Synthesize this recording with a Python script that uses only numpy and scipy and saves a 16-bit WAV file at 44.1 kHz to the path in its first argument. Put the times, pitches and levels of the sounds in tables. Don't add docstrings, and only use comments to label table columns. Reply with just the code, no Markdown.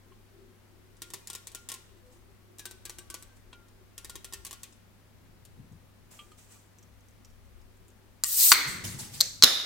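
import sys
import numpy as np
from scipy import signal
from scipy.fft import rfft, irfft
from scipy.io import wavfile
from scipy.ndimage import uniform_filter1d

SR = 44100
rng = np.random.default_rng(int(sys.argv[2]) if len(sys.argv) > 2 else 0)


def master(y):
    cut = np.clip(np.atleast_2d(y).T, -1, 1)
    pcm = np.round(cut * 32767)
    wavfile.write(sys.argv[1], SR, pcm.astype(np.int16))


def voltage_ratio(decibels):
    exponent = np.asarray(decibels, float) / 20
    return 10 ** exponent


N = 425565

# [f/Hz, level/dB]
HISS_SPECTRUM = [(74, -41.5), (125, -6), (235, -2), (367, -15.5), (497, -10), (634, -14), (1370, -17),
                 (1980, -18.5), (2570, -21), (7550, -27.5), (16000, -28.5)]
HISS_DB = -61.5
# [f/Hz, correlation/1]
HISS_LIKENESS = [(60, 0.12), (240, 0.15), (950, 0.3), (3770, 0.066), (15000, 0.046)]
# [f/Hz, level/dB, wavering/dB]
HUM = (100.3, -63, 0.72)
RUMBLE_DB = -62
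RUMBLE_SWELLS = [
    (.12, -59.5, .15, 12),
    (4.2, -58, 0.53, 14),
    (7.5, -56, 0.91, 12),
]
DRONE_DB = -73
DRONE_SWELLS = [
    (.11, -62.5, 0.12, 23),
    (.95, -64.5, .5, 22),
    (1.95, -66.5, 1, 11),
    (2.35, -65, 0.19, 8.7),
    (4.3, -64, 0.27, 50),
]
# [t/s, length/s, f/Hz, level/dB]
MOAN = (1.99, .18, 500, -59)
# [f/Hz, t60/s]
ROOM_T60 = [(300, 1), (1000, 0.96), (2000, 0.86), (4000, .7), (8000, 0.48), (16000, 0.4)]
# [delay/s, left level/dB, right level/dB]
ECHO = (.0061, -4, -7)
ECHO_DULL = 0.08
# [f/Hz, level/dB]
HAND_SHIELD = [(500, 0), (2600, 2), (3300, -1), (3700, 3), (4200, -5.5), (5000, 2.5), (8000, 3),
               (11500, -0.5), (15000, 0)]

# [t/s, peak level/dB, f/Hz, t60/s]
THUDS = [
    (8.835, -35, 100.6, 0.52),
    (8.939, -40.5, 134.3, 0.22),
    (9.435, -49, 24, .2),
    (9.436, -31, 244, 0.12),
]
# [peak t/s, level/dB, rise/s, fade/(dB/s)]
JOLTS = [
    (5.3, -62.5, .2, 12),
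    (5.594, -49, 0.049, 150),
    (5.724, -49, 0.031, 240),
    (8.68, -48, 0.055, 21),
    (8.842, -42.5, .012, 67),
    (8.955, -47, .03, 250),
    (9.012, -50, .015, 170),
    (9.45, -48, 0.011, 503),
    (9.494, -67, .02, 178),
]
# [f/Hz, level/dB]
JOLT_SPECTRUM = [(30, -60), (65, -11), (95, 0), (140, 3), (200, -4.5), (270, -10), (500, -27.5),
                 (1200, -120)]
# [peak t/s, level/dB, rise/s, fade/(dB/s)]
SLIDES = [
    (1.972, -72, .004, 393),
    (2.066, -70, .012, 248),
    (2.128, -64.5, .03, 160),
    (3.37, -64.5, .03, 424),
    (6.114, -54.5, 0.013, 82),
    (6.32, -62, .016, 800),
    (6.384, -58, .018, 90),
    (6.522, -56, 0.055, 130),
]
# [f/Hz, level/dB]
SKIN_SPECTRUM = [(1180, -4), (2000, -4), (2280, -3.5), (4570, -7), (7840, 2.5), (11200, -9), (15200, -8.5),
                 (16000, -10.5)]
# [t/s, f/Hz, width/Hz, level/dB, t60/s]
HOLLOW = [(8.525, 2070, 430, -29, 0.95), (8.525, 1470, 570, -35, 0.92), (8.522, 315, 185, -47, 1.97),
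          (8.525, 4330, 450, -28.5, 0.7), (9.214, 4260, 900, -37, 0.37), (9.215, 6100, 1400, -35.5, 0.46),
          (9.445, 3700, 350, -27, 1.13), (9.44, 610, 250, -43.5, 0.63), (9.447, 1650, 960, -31.5, 0.56),
          (9.445, 280, 540, -39, 0.73), (8.24, 1900, 130, -48, 0.36), (8.24, 2760, 500, -49, 0.24),
          (9.212, 1940, 890, -43.5, 0.32), (9.212, 540, 230, -52, 0.38), (8.98, 834, 71, -56.5, 0.65),
          (8.525, 3500, 1300, -33, 0.79), (9.9, 1800, 140, -52, 1.1), (9.446, 4400, 2000, -28.5, 0.84),
          (10, 13000, 2200, -31.5, 0.46), (9.215, 4130, 450, -44, 0.34), (9.446, 12000, 5400, -39, 0.67),
          (8.238, 1180, 58, -39, 0.1), (8.525, 6100, 1900, -37.5, 0.95)]
SAG_PER_S, FLUTTER_DB = 0.032, 1.5

# [t/s, peak level/dB, f/Hz, t60/s, bright body level/dB]
KNOCKS = [
    (0.1193, -54, 1070, 0.068, -13.5),
    (3.5282, -51, 1410, 0.053, -1),
    (6.113, -63, 1010, .06, -13),
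    (6.1903, -49.5, 1190, 0.18, 0.5),
    (6.3175, -53.5, 1233, 0.1, -8),
    (6.558, -63, 1160, .08, -14),
]
# [f/Hz, level/dB, t60/s]
DOME_MODES = [(2360, -10, 0.17), (2580, -10, .1), (2920, -9, .1), (3233, -6.5, 0.12), (4150, -10, .06)]
# [t/s, damped t/s, level/dB, from f/Hz, to f/Hz]
RINGS = [(1.02, 1.218, -55, 1410, 1400), (1.21, 1.256, -65, 2450, 2450), (1.3, 1.35, -55, 1404, 1400),
         (1.352, 1.415, -57, 1410, 1400), (1.548, 1.608, -52, 1414, 1404), (1.61, 1.7, -62, 1400, 1400),
         (1.7, 1.785, -54.5, 1400, 1400), (1.702, 1.765, -50, 1107, 1043), (1.79, 1.855, -66, 1400, 1400),
         (2.594, 2.65, -55, 1730, 1620), (2.6, 2.78, -68, 1160, 1160), (2.654, 2.785, -52.5, 1574, 1495),
         (2.853, 2.905, -57, 1700, 1530), (2.897, 2.98, -62, 1490, 1490), (2.87, 2.957, -62, 1170, 1144),
         (2.985, 3.02, -58, 1520, 1580), (2.985, 3.106, -61.5, 1140, 1140), (3.101, 3.152, -55, 1572, 1490),
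         (3.101, 3.3, -54, 1136, 1145), (3.143, 3.29, -57, 1430, 1590), (3.3, 3.37, -66, 1590, 1530),
         (3.53, 3.665, -54, 1427, 1370), (3.98, 4.045, -61, 1400, 1400), (4.098, 4.152, -54, 1410, 1417),
         (4.157, 4.225, -70, 1400, 1400), (4.246, 4.325, -59, 1400, 1400), (4.35, 4.43, -61.5, 1400, 1400),
         (4.53, 4.62, -62, 1405, 1420)]
# [t/s, peak level/dB, f/Hz]
PICKS = [(5.7224, -65.5, 6600), (6.7856, -55, 6000), (6.8275, -56, 6000), (7.0064, -66, 6370),
         (7.0848, -61, 6300), (7.1094, -67, 6460), (7.2475, -52.5, 5800), (7.3014, -64, 5830),
         (7.4524, -71, 6480), (7.6144, -65.5, 5150), (7.7694, -67, 7580), (7.881, -59, 7400),
         (7.9014, -63, 6430)]
# [f/Hz, level/dB]
NAIL_SPECTRUM = [(180, -42), (300, 0), (385, -1.5), (749, -13), (1040, -2.5), (1690, -28), (1870, -2.5),
                 (2140, -17), (3240, -11), (8220, -3), (16000, -14)]
# [f/Hz, level/dB, t60/s]
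WALL_MODES = [(393.4, -3.5, 0.43), (1086, 6.5, 0.078), (1400, -8, 0.1), (1870, 3.5, 0.1),
              (2057, -5.5, 0.18), (2600, -15, 0.086), (3330, 5, 0.045), (3760, 7, 0.035), (4380, -6, .035),
              (4850, -3, 0.042), (5400, -4, 0.13), (7900, -24, .06)]
# [f/Hz, level/dB, t60/s]
SHOULDER_MODES = [(359, -4.5, 0.17), (1160, -8, 0.096), (1553, -2.5, 0.081), (1932, -7, 0.091),
                  (2385, -2.5, 0.11), (2820, -3, 0.056), (3310, -1, .04), (3900, 6, 0.05),
                  (4270, -2, 0.043), (5760, -7, 0.14), (8060, 6, 0.072)]
# [start t/s, end t/s]
SHOULDER_SPAN = (2.5, 3.4)
# [t/s, peak level/dB, low-mode level/dB, favoured f/Hz]
ROLL_1 = [(1.019, -30, -19, 1440), (1.1024, -41, -19, 1860), (1.136, -28.5, -21, 1078),
          (1.1412, -37, -11, 1870), (1.272, -33.5, -24, 1860), (1.3, -31.5, -21, 1420),
          (1.331, -33.5, -25, 1160), (1.3503, -30, -18, 1420), (1.4703, -32.5, -24.5, 1900),
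          (1.517, -45, -22, 1140), (1.5478, -30, -20.5, 1420), (1.688, -29.5, -26, 1870),
          (1.6995, -33.5, -18, 1180), (1.717, -29.5, -19.5, 980), (1.7392, -32, -24, 1050)]
# [t/s, peak level/dB, low-mode level/dB, favoured f/Hz]
ROLL_2 = [(2.584, -40.5, -22, 1710), (2.5938, -34, -15, 1670), (2.6545, -29, -14.5, 1540),
          (2.7103, -38.5, -15, 1500), (2.8528, -31.5, -16, 1680), (2.8954, -32.5, -15, 1167),
          (2.9848, -35, -12.5, 1570), (3.1008, -33.5, -15.5, 1500), (3.1417, -30.5, -14, 1172),
          (3.2242, -41, -17.5, 1560)]
# [t/s, peak level/dB, low-mode level/dB, favoured f/Hz]
ROLL_3 = [(3.9788, -33.5, -22, 1170), (4.0458, -34.5, -17, 1846), (4.096, -33.5, -18, 1400),
          (4.155, -34, -14.5, 1400), (4.2443, -32, -22, 1400), (4.3246, -38, -13, 1025),
          (4.3348, -29, -20, 1830), (4.449, -31.5, -25.5, 1110), (4.4659, -33.5, -21.5, 1108),
          (4.5094, -33.5, -19, 1030), (4.5284, -34, -19.5, 1100), (4.6324, -32.5, -24.5, 1080)]
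# [treble level/dB, left-right level/dB]
GRIPS = [
    (-13.5, 1.7),
    (-11.5, 2),
    (-12, 1.5),
]
# [t/s, peak level/dB, low-mode level/dB, favoured f/Hz, treble level/dB]
STRAYS = [
    (0.968, -56, -20, 1800, -29),
    (3.5301, -51.5, -5, 1055, -41),
    (3.6836, -57, -15, 1560, -18),
    (4.724, -52, -34, 1160, -50),
    (5.451, -46, -37, 1680, -11),
]
STRAY_PAN_DB = 4

# [peak t/s, level/dB, rise/s, fade/(dB/s)]
PUFFS = [
    (8.846, -37, 0.016, 123),
    (8.994, -40, 0.017, 140),
    (9.144, -44.5, 0.043, 69),
    (9.19, -55, .03, 900),
]
# [f/Hz, level/dB]
PUFF_SPECTRUM = [(290, -24), (500, -2), (631, -19.5), (855, -6.5), (1090, -10), (1360, -8), (2650, -4.5),
                 (2850, -3), (7980, 2), (13300, -7), (16000, -8.5)]
# [t/s, level/dB]
GAS_FLOW = [
    (8.24, -39.5),
    (8.3, -39),
    (8.366, -35.5),
    (8.414, -26),
    (8.512, -27.5),
    (8.53, -26),
    (8.56, -58),
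    (8.66, -59),
    (8.686, -43.5),
    (8.83, -64),
]
# [f/Hz, level/dB]
JET_SPECTRUM = [(290, -53), (500, -26.5), (1480, -22), (2100, -19), (2900, -12), (3400, -13.5),
                (3900, -4.5), (5470, -4), (7400, -0.5), (8210, 5.5), (8900, -1.5), (9920, -4), (12900, -3),
                (15600, -2.5), (16150, -16)]
SHRILL_DB, SHRILL_S, VENT_AT_S, VENTED_DB = 8, 0.06, 8.536, -2
SNAP_TIMES = [
    8.2369,
    8.5181,
    9.2047,
    9.209,
    9.4243,
    9.4360,
]
# [peak level/dB, low pop level/dB, tear length/s]
SNAPS = [
    (-14.5, -17.5, 0.0023),
    (-6, 3.5, 0.0036),
    (-16, -28, 0.0029),
    (-8, -22, 0.0015),
    (-5, -14, 0.0014),
    (2.5, -12, 0.0034),
]
# [f/Hz, width/Hz, level/dB]
LID_MODES = [
    [(4840, 760, -5), (6140, 750, -4.5), (7250, 570, -0.5), (9200, 900, -7), (11500, 1500, -6.5),
     (14900, 1400, -11.5)],
    [(4300, 900, 2), (2840, 420, -7), (5610, 780, -7), (7950, 670, -7.5), (10000, 900, -19),
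     (13600, 1200, -14)],
    [(4420, 310, 1), (5660, 630, -8.5), (7400, 770, -7), (10200, 1500, -9), (13000, 1500, -13),
     (15200, 800, -15)],
    [(4280, 390, 1.5), (4900, 410, -8), (6140, 460, -6), (7320, 460, -5.5), (8100, 230, -10),
     (11700, 680, -12), (13600, 780, -9)],
    [(4120, 510, 1.5), (3530, 300, -18), (5600, 720, -2.5), (7800, 600, -9), (11500, 3000, -18)],
    [(4090, 580, 1.5), (3670, 380, -8), (4910, 570, -7), (6240, 610, -9), (10020, 1150, -10.5),
     (11330, 1300, -9), (14300, 1600, -10)],
]
# [f/Hz, width/Hz, level/dB]
POP_MODES = [(1180, 280, -9.5), (1450, 190, -11), (2100, 540, -9)]
TEAR_RISE_S = 0.0002


def evened(x):
    return x / np.sqrt(np.mean(x ** 2) + 1e-20)


def read(points, hz):
    f, value = np.transpose(points)
    return np.interp(np.log(hz + 1), np.log(f + 1), value)


def follow(rows):
    s, db = np.transpose(rows)
    return np.interp(np.arange(N) / SR, s, db, left=-120, right=-120)


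def add(mix, s, sound, pan_db):
    part = mix[:, round(s * SR):][:, :sound.shape[-1]]
    part += sound[..., :part.shape[1]] * voltage_ratio([[pan_db / 2], [-pan_db / 2]])


def strokes(rows):
    t, power = np.arange(N) / SR, 0
    for s, db, rise, fade_db in rows:
        swell = np.clip(1 + (t - s) / rise, 0, 1) ** 2
        fade = voltage_ratio(db - abs(fade_db) * np.maximum(t - s, 0))
        power = power + (swell * fade) ** 2
    return np.sqrt(power)


def noise(spectrum, same, patchy_db, size=1024):
    frames, hz = 4 * N // size + 5, np.fft.rfftfreq(size, 1 / SR)
    a, b, c, d, patches = rng.standard_normal((frames, len(hz), 5)).T
    patches = uniform_filter1d(patches, size=8, axis=0)
    patches = evened(uniform_filter1d(patches, size=10, axis=1))
    same = np.clip(same * np.ones(len(hz)), -1, 1)[:, None]
    left = a + 1j * b
    right = same * left + np.sqrt(1 - same ** 2) * (c + 1j * d)
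    z = np.array([left, right]) * voltage_ratio(read(spectrum, hz)[:, None] + patchy_db * patches)
    return evened(signal.istft(z, nperseg=size, noverlap=size * 3 // 4)[1][:, :N])


def burst(t, same):
    a, b = rng.standard_normal((2, len(t)))
    same = np.clip(same, 0, 1)
    return np.array([a, same * a + np.sqrt(1 - same ** 2) * b])


def resonate(x, modes):
    out = 0
    for hz, width, db in modes:
        r = np.exp(-np.pi * width / SR)
        rung = signal.lfilter([1, 0, -1], [1, -2 * r * np.cos(2 * np.pi * hz / SR), r * r], x)
        out = out + voltage_ratio(db) * evened(rung) * np.std(x)
    return out


def ring(modes, t, spread_db, near_hz=None):
    hz, db, t60 = np.transpose(modes)[:, :, None]
    luck = rng.standard_normal((len(modes), 3, 1))
    if near_hz:
        near = np.exp(-(np.log(hz / near_hz) / 0.061) ** 2)
        db = db + 5.0 * near
        hz = hz * (near_hz / hz) ** near
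    hz = hz * (1 + hz / 4e5 * luck[:, 1])
    dying_db = -60 * t / (t60 * np.exp(0.17 * luck[:, 2]))
    level = voltage_ratio(db + spread_db * luck[:, 0] + dying_db)
    return (level * np.sin(2 * np.pi * hz * t)).sum(0)


def room(x, tail_db, colour):
    arrivals = np.zeros((2, SR))
    at = np.arange(300, SR - 20, 20) + rng.integers(0, 20, (2, (SR - 301) // 20))
    np.put_along_axis(arrivals, at, rng.choice([-1., 1.], at.shape), 1)
    hz, t, z = signal.stft(arrivals, SR, nperseg=256)
    decay_db = read(colour, hz)[:, None] - 60 * t / read(ROOM_T60, hz)[:, None]
    tail = signal.istft(z * voltage_ratio(decay_db), SR, nperseg=256)[1]
    tail *= np.minimum(np.arange(tail.shape[1]) / (0.015 * SR), 1)
    tail *= voltage_ratio(tail_db) / np.linalg.norm(tail[0])
    tail[:, 0] += 1
    at = round(ECHO[0] * SR)
    tail[:, at - 1:at + 2] += np.outer(voltage_ratio(ECHO[1:]), [ECHO_DULL, 1 - 2 * ECHO_DULL, ECHO_DULL])
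    return signal.fftconvolve(x, tail, axes=1)[:, :N]


def room_tone():
    t = np.arange(N) / SR
    likeness = read(HISS_LIKENESS, np.fft.rfftfreq(2048, 1 / SR))
    hiss = voltage_ratio(HISS_DB) * noise(HISS_SPECTRUM, likeness, patchy_db=0.4, size=2048)
    low = noise([(10, -32), (25, -3), (40, -11.5), (55, -7.5), (75, -9.0), (110, -84)],
                same=0.15, patchy_db=3.0, size=8192)
    drone = noise([(200, -93), (300, -31.0), (345, 0), (385, 0.5), (440, -21), (600, -82)],
                  same=0.6, patchy_db=4.5, size=2048)
    slow = np.geomspace(0.3, 6, num=12)
    waver = evened(sum(np.sin(2 * np.pi * (f * t + rng.random())) for f in slow))
    hum_hz, hum_db, waver_db = HUM
    hum = np.sqrt(2) * voltage_ratio(hum_db + waver_db * waver) * np.sin(2 * np.pi * hum_hz * t + 0.3 * waver)
    bed = hiss + np.hypot(voltage_ratio(RUMBLE_DB), strokes(RUMBLE_SWELLS)) * low * voltage_ratio([[0.8], [-0.8]])
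    bed += np.hypot(voltage_ratio(DRONE_DB), strokes(DRONE_SWELLS)) * drone
    return bed * voltage_ratio([[1.4], [-1.4]]) + hum


def moan():
    start, length, hz, db = MOAN
    out, t = np.zeros((2, N)), np.arange(0, length, 1 / SR)
    add(out, start, voltage_ratio(db) * np.sin(2 * np.pi * hz * t) * np.hanning(len(t)), pan_db=1.0)
    return out


def thuds():
    out, t = np.zeros((2, N)), np.arange(SR // 2) / SR
    for s, db, hz, t60 in THUDS:
        boom = np.sin(2 * np.pi * hz * t) + 0.5 * np.sin(2 * np.pi * 1.8 * hz * t)
        add(out, s, voltage_ratio(db - 60 * t / t60) * boom * np.minimum(t / 0.008, 1), pan_db=2.4)
    return out


def hands():
    skin = voltage_ratio(2.0) * strokes(SLIDES) * noise(SKIN_SPECTRUM, same=0.17, patchy_db=1.5, size=256)
    arm = voltage_ratio(1.2) * strokes(JOLTS) * noise(JOLT_SPECTRUM, same=0.75, patchy_db=1.5, size=1024)
    return skin + arm * voltage_ratio([[2.5], [-2.5]])


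def hollow():
    out, t = np.zeros((2, N)), np.arange(SR) / SR
    for s, hz, width, db, t60 in HOLLOW:
        froth = burst(t, same=0.41)
        tone = resonate(resonate(froth, [(hz, width, 0)]), [(hz, 1.5 * width, db)])
        tone = np.array([np.interp(t - SAG_PER_S * t ** 2, t, side) for side in tone])
        flutter_db = FLUTTER_DB * evened(uniform_filter1d(rng.standard_normal(SR), size=300))
        add(out, s, tone * voltage_ratio(flutter_db - 60 * t / t60), pan_db=-0.5)
    return out


def knocks():
    out, t = np.zeros((2, N)), np.arange(16384) / SR
    body_modes = [(2380, 230, -4.5), (2780, 220, -2.0), (3090, 200, -2.5), (4100, 500, -10)]
    for s, db, hz, t60, body_db in KNOCKS:
        dome = ring([(hz, 0, t60), (0.8 * hz, -8, 0.05)], t, spread_db=0)
        dome += voltage_ratio(body_db) * ring(DOME_MODES, t, spread_db=4.5)
        grit = burst(t, same=0.51) * voltage_ratio(body_db - 5 - 60 * t / 0.11)
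        body = resonate(resonate(grit, [(2880, 1500, 0)]), body_modes)
        add(out, s, voltage_ratio(db + 0.5) * (dome + body) * np.minimum(t / 0.00098, 1), pan_db=0.0)
    return out


def rings():
    out, t = np.zeros((2, N)), np.arange(16384) / SR
    for s, end, db, from_hz, to_hz in RINGS:
        hz = np.interp(t, [0, end - s], [from_hz, to_hz])
        dying_db = -60 * t / 0.46 - 60 * np.maximum(t - end + s, 0) / 0.05
        tone = np.sin(2 * np.pi * (np.cumsum(hz) / SR + rng.random())) * np.minimum(t / 0.0058, 1)
        add(out, s, voltage_ratio(db + dying_db) * tone, pan_db=1.0)
    return out


def picks():
    out, t = np.zeros((2, N)), np.arange(2048) / SR
    for s, db, hz in PICKS:
        grit = burst(t, same=0.87) * voltage_ratio(-60 * t / 0.033)
        tab = [(hz, 350, 0), (1.18 * hz, 1200, -2), (2.1 * hz, 1500, -11), (0.53 * hz, 900, -12)]
        add(out, s, voltage_ratio(db - 1.5) * resonate(grit, tab), pan_db=0.5)
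    return out


def taps():
    out, t = np.zeros((2, N)), np.arange(16384) / SR
    hz = np.fft.rfftfreq(len(t), 1 / SR)
    touches = [(*tap, *grip) for roll, grip in zip((ROLL_1, ROLL_2, ROLL_3), GRIPS) for tap in roll]
    touches += [(*tap, STRAY_PAN_DB) for tap in STRAYS]
    for s, db, low_db, near_hz, top_db, pan_db in sorted(touches):
        tilt = [(1500, low_db + 11.5), (3000, 0), (10000, 0), (12000, top_db + 12.5)]
        colour = voltage_ratio(read(NAIL_SPECTRUM, hz) + read(tilt, hz))
        dense = evened(irfft(rfft(burst(t, same=0.55)) * colour))
        dense *= voltage_ratio(-60 * t / 0.012) + voltage_ratio(-8.5 - 60 * t / 0.059)
        slosh = resonate(burst(t, same=0.73), [(2740, 2100, 0.0052)])
        dense += voltage_ratio(-19.5 - 60 * t / 0.17) * slosh
        place = SHOULDER_MODES if SHOULDER_SPAN[0] < s < SHOULDER_SPAN[1] else WALL_MODES
        wall = voltage_ratio(low_db - 6) * ring(place, t, spread_db=1.6, near_hz=near_hz)
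        add(out, s, voltage_ratio(db - 0.5) * (dense * np.minimum(t / 0.0012, 1) + wall), pan_db)
    return out


def puffs():
    return voltage_ratio(1.25) * strokes(PUFFS) * noise(PUFF_SPECTRUM, same=0.19, patchy_db=2.5, size=256)


def gas():
    t = np.arange(N) / SR
    jet = noise(JET_SPECTRUM, same=0.35, patchy_db=1.6, size=256)
    body = signal.sosfiltfilt(signal.butter(4, 10800, fs=SR, output="sos"), jet)
    treble = jet - body
    splutter_db = 1.16 * evened(uniform_filter1d(rng.standard_normal(N), size=60))
    loud = slice(round(8.4 * SR), round(8.5 * SR))
    unit = np.std(body[:, loud])
    widening = voltage_ratio(SHRILL_DB) * np.clip((t - GAS_FLOW[0][0]) / SHRILL_S, 0, 1)
    shrill = np.where(t < VENT_AT_S, widening, voltage_ratio(VENTED_DB))
    top = treble / np.std(treble) * shrill * voltage_ratio(-2.5)
    flow = voltage_ratio(follow(GAS_FLOW) + splutter_db + 0.8)
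    return flow * (body / unit * voltage_ratio(2.5) + top) * voltage_ratio([[0.8], [-0.8]])


def snaps():
    out, t = np.zeros((2, N)), np.arange(4096) / SR
    for s, (db, pop_db, length), modes in zip(SNAP_TIMES, SNAPS, LID_MODES):
        tearing = voltage_ratio(-11 * t / length - 60 * np.maximum(t - length, 0) / 0.002)
        tear = burst(t, same=0.42) * tearing * np.minimum(t / TEAR_RISE_S, 1)
        tear[:, 4] += 5.0
        lid = 0
        for hz, width, mode_db in modes:
            driven = resonate(tear, [(hz, 2.03 * width, 0)])
            lid = lid + resonate(driven, [(hz, width, mode_db)])
        gulp = 0.52 * tear[0] + 2.54 * (t < 0.0003)
        pop = resonate(resonate(gulp, [(1670, 1740, 0)]), POP_MODES)
        add(out, s, voltage_ratio(db) * (lid + voltage_ratio(pop_db) * pop), pan_db=0.5)
    return out


def scene():
    background = room_tone() + moan() + thuds() + hands() + hollow()
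    fingertips = knocks() + rings()
    can = room(picks() + taps() + puffs() + gas(), tail_db=-11, colour=[(500, 0), (16000, 0)])
    lid = room(snaps(), tail_db=-13.5, colour=HAND_SHIELD)
    return background + fingertips + can + lid


def band_limit(x):
    return signal.sosfilt(signal.butter(12, 16190, fs=SR, output="sos"), x)


def record(dry):
    clipped = np.clip(dry, -0.97, 0.97)
    low_pass = signal.firwin(511, 16200, window=("kaiser", 9), fs=SR)
    mix = signal.oaconvolve(clipped, low_pass[None], "same")
    return band_limit(mix)


dry = scene()
out = record(dry)
master(out)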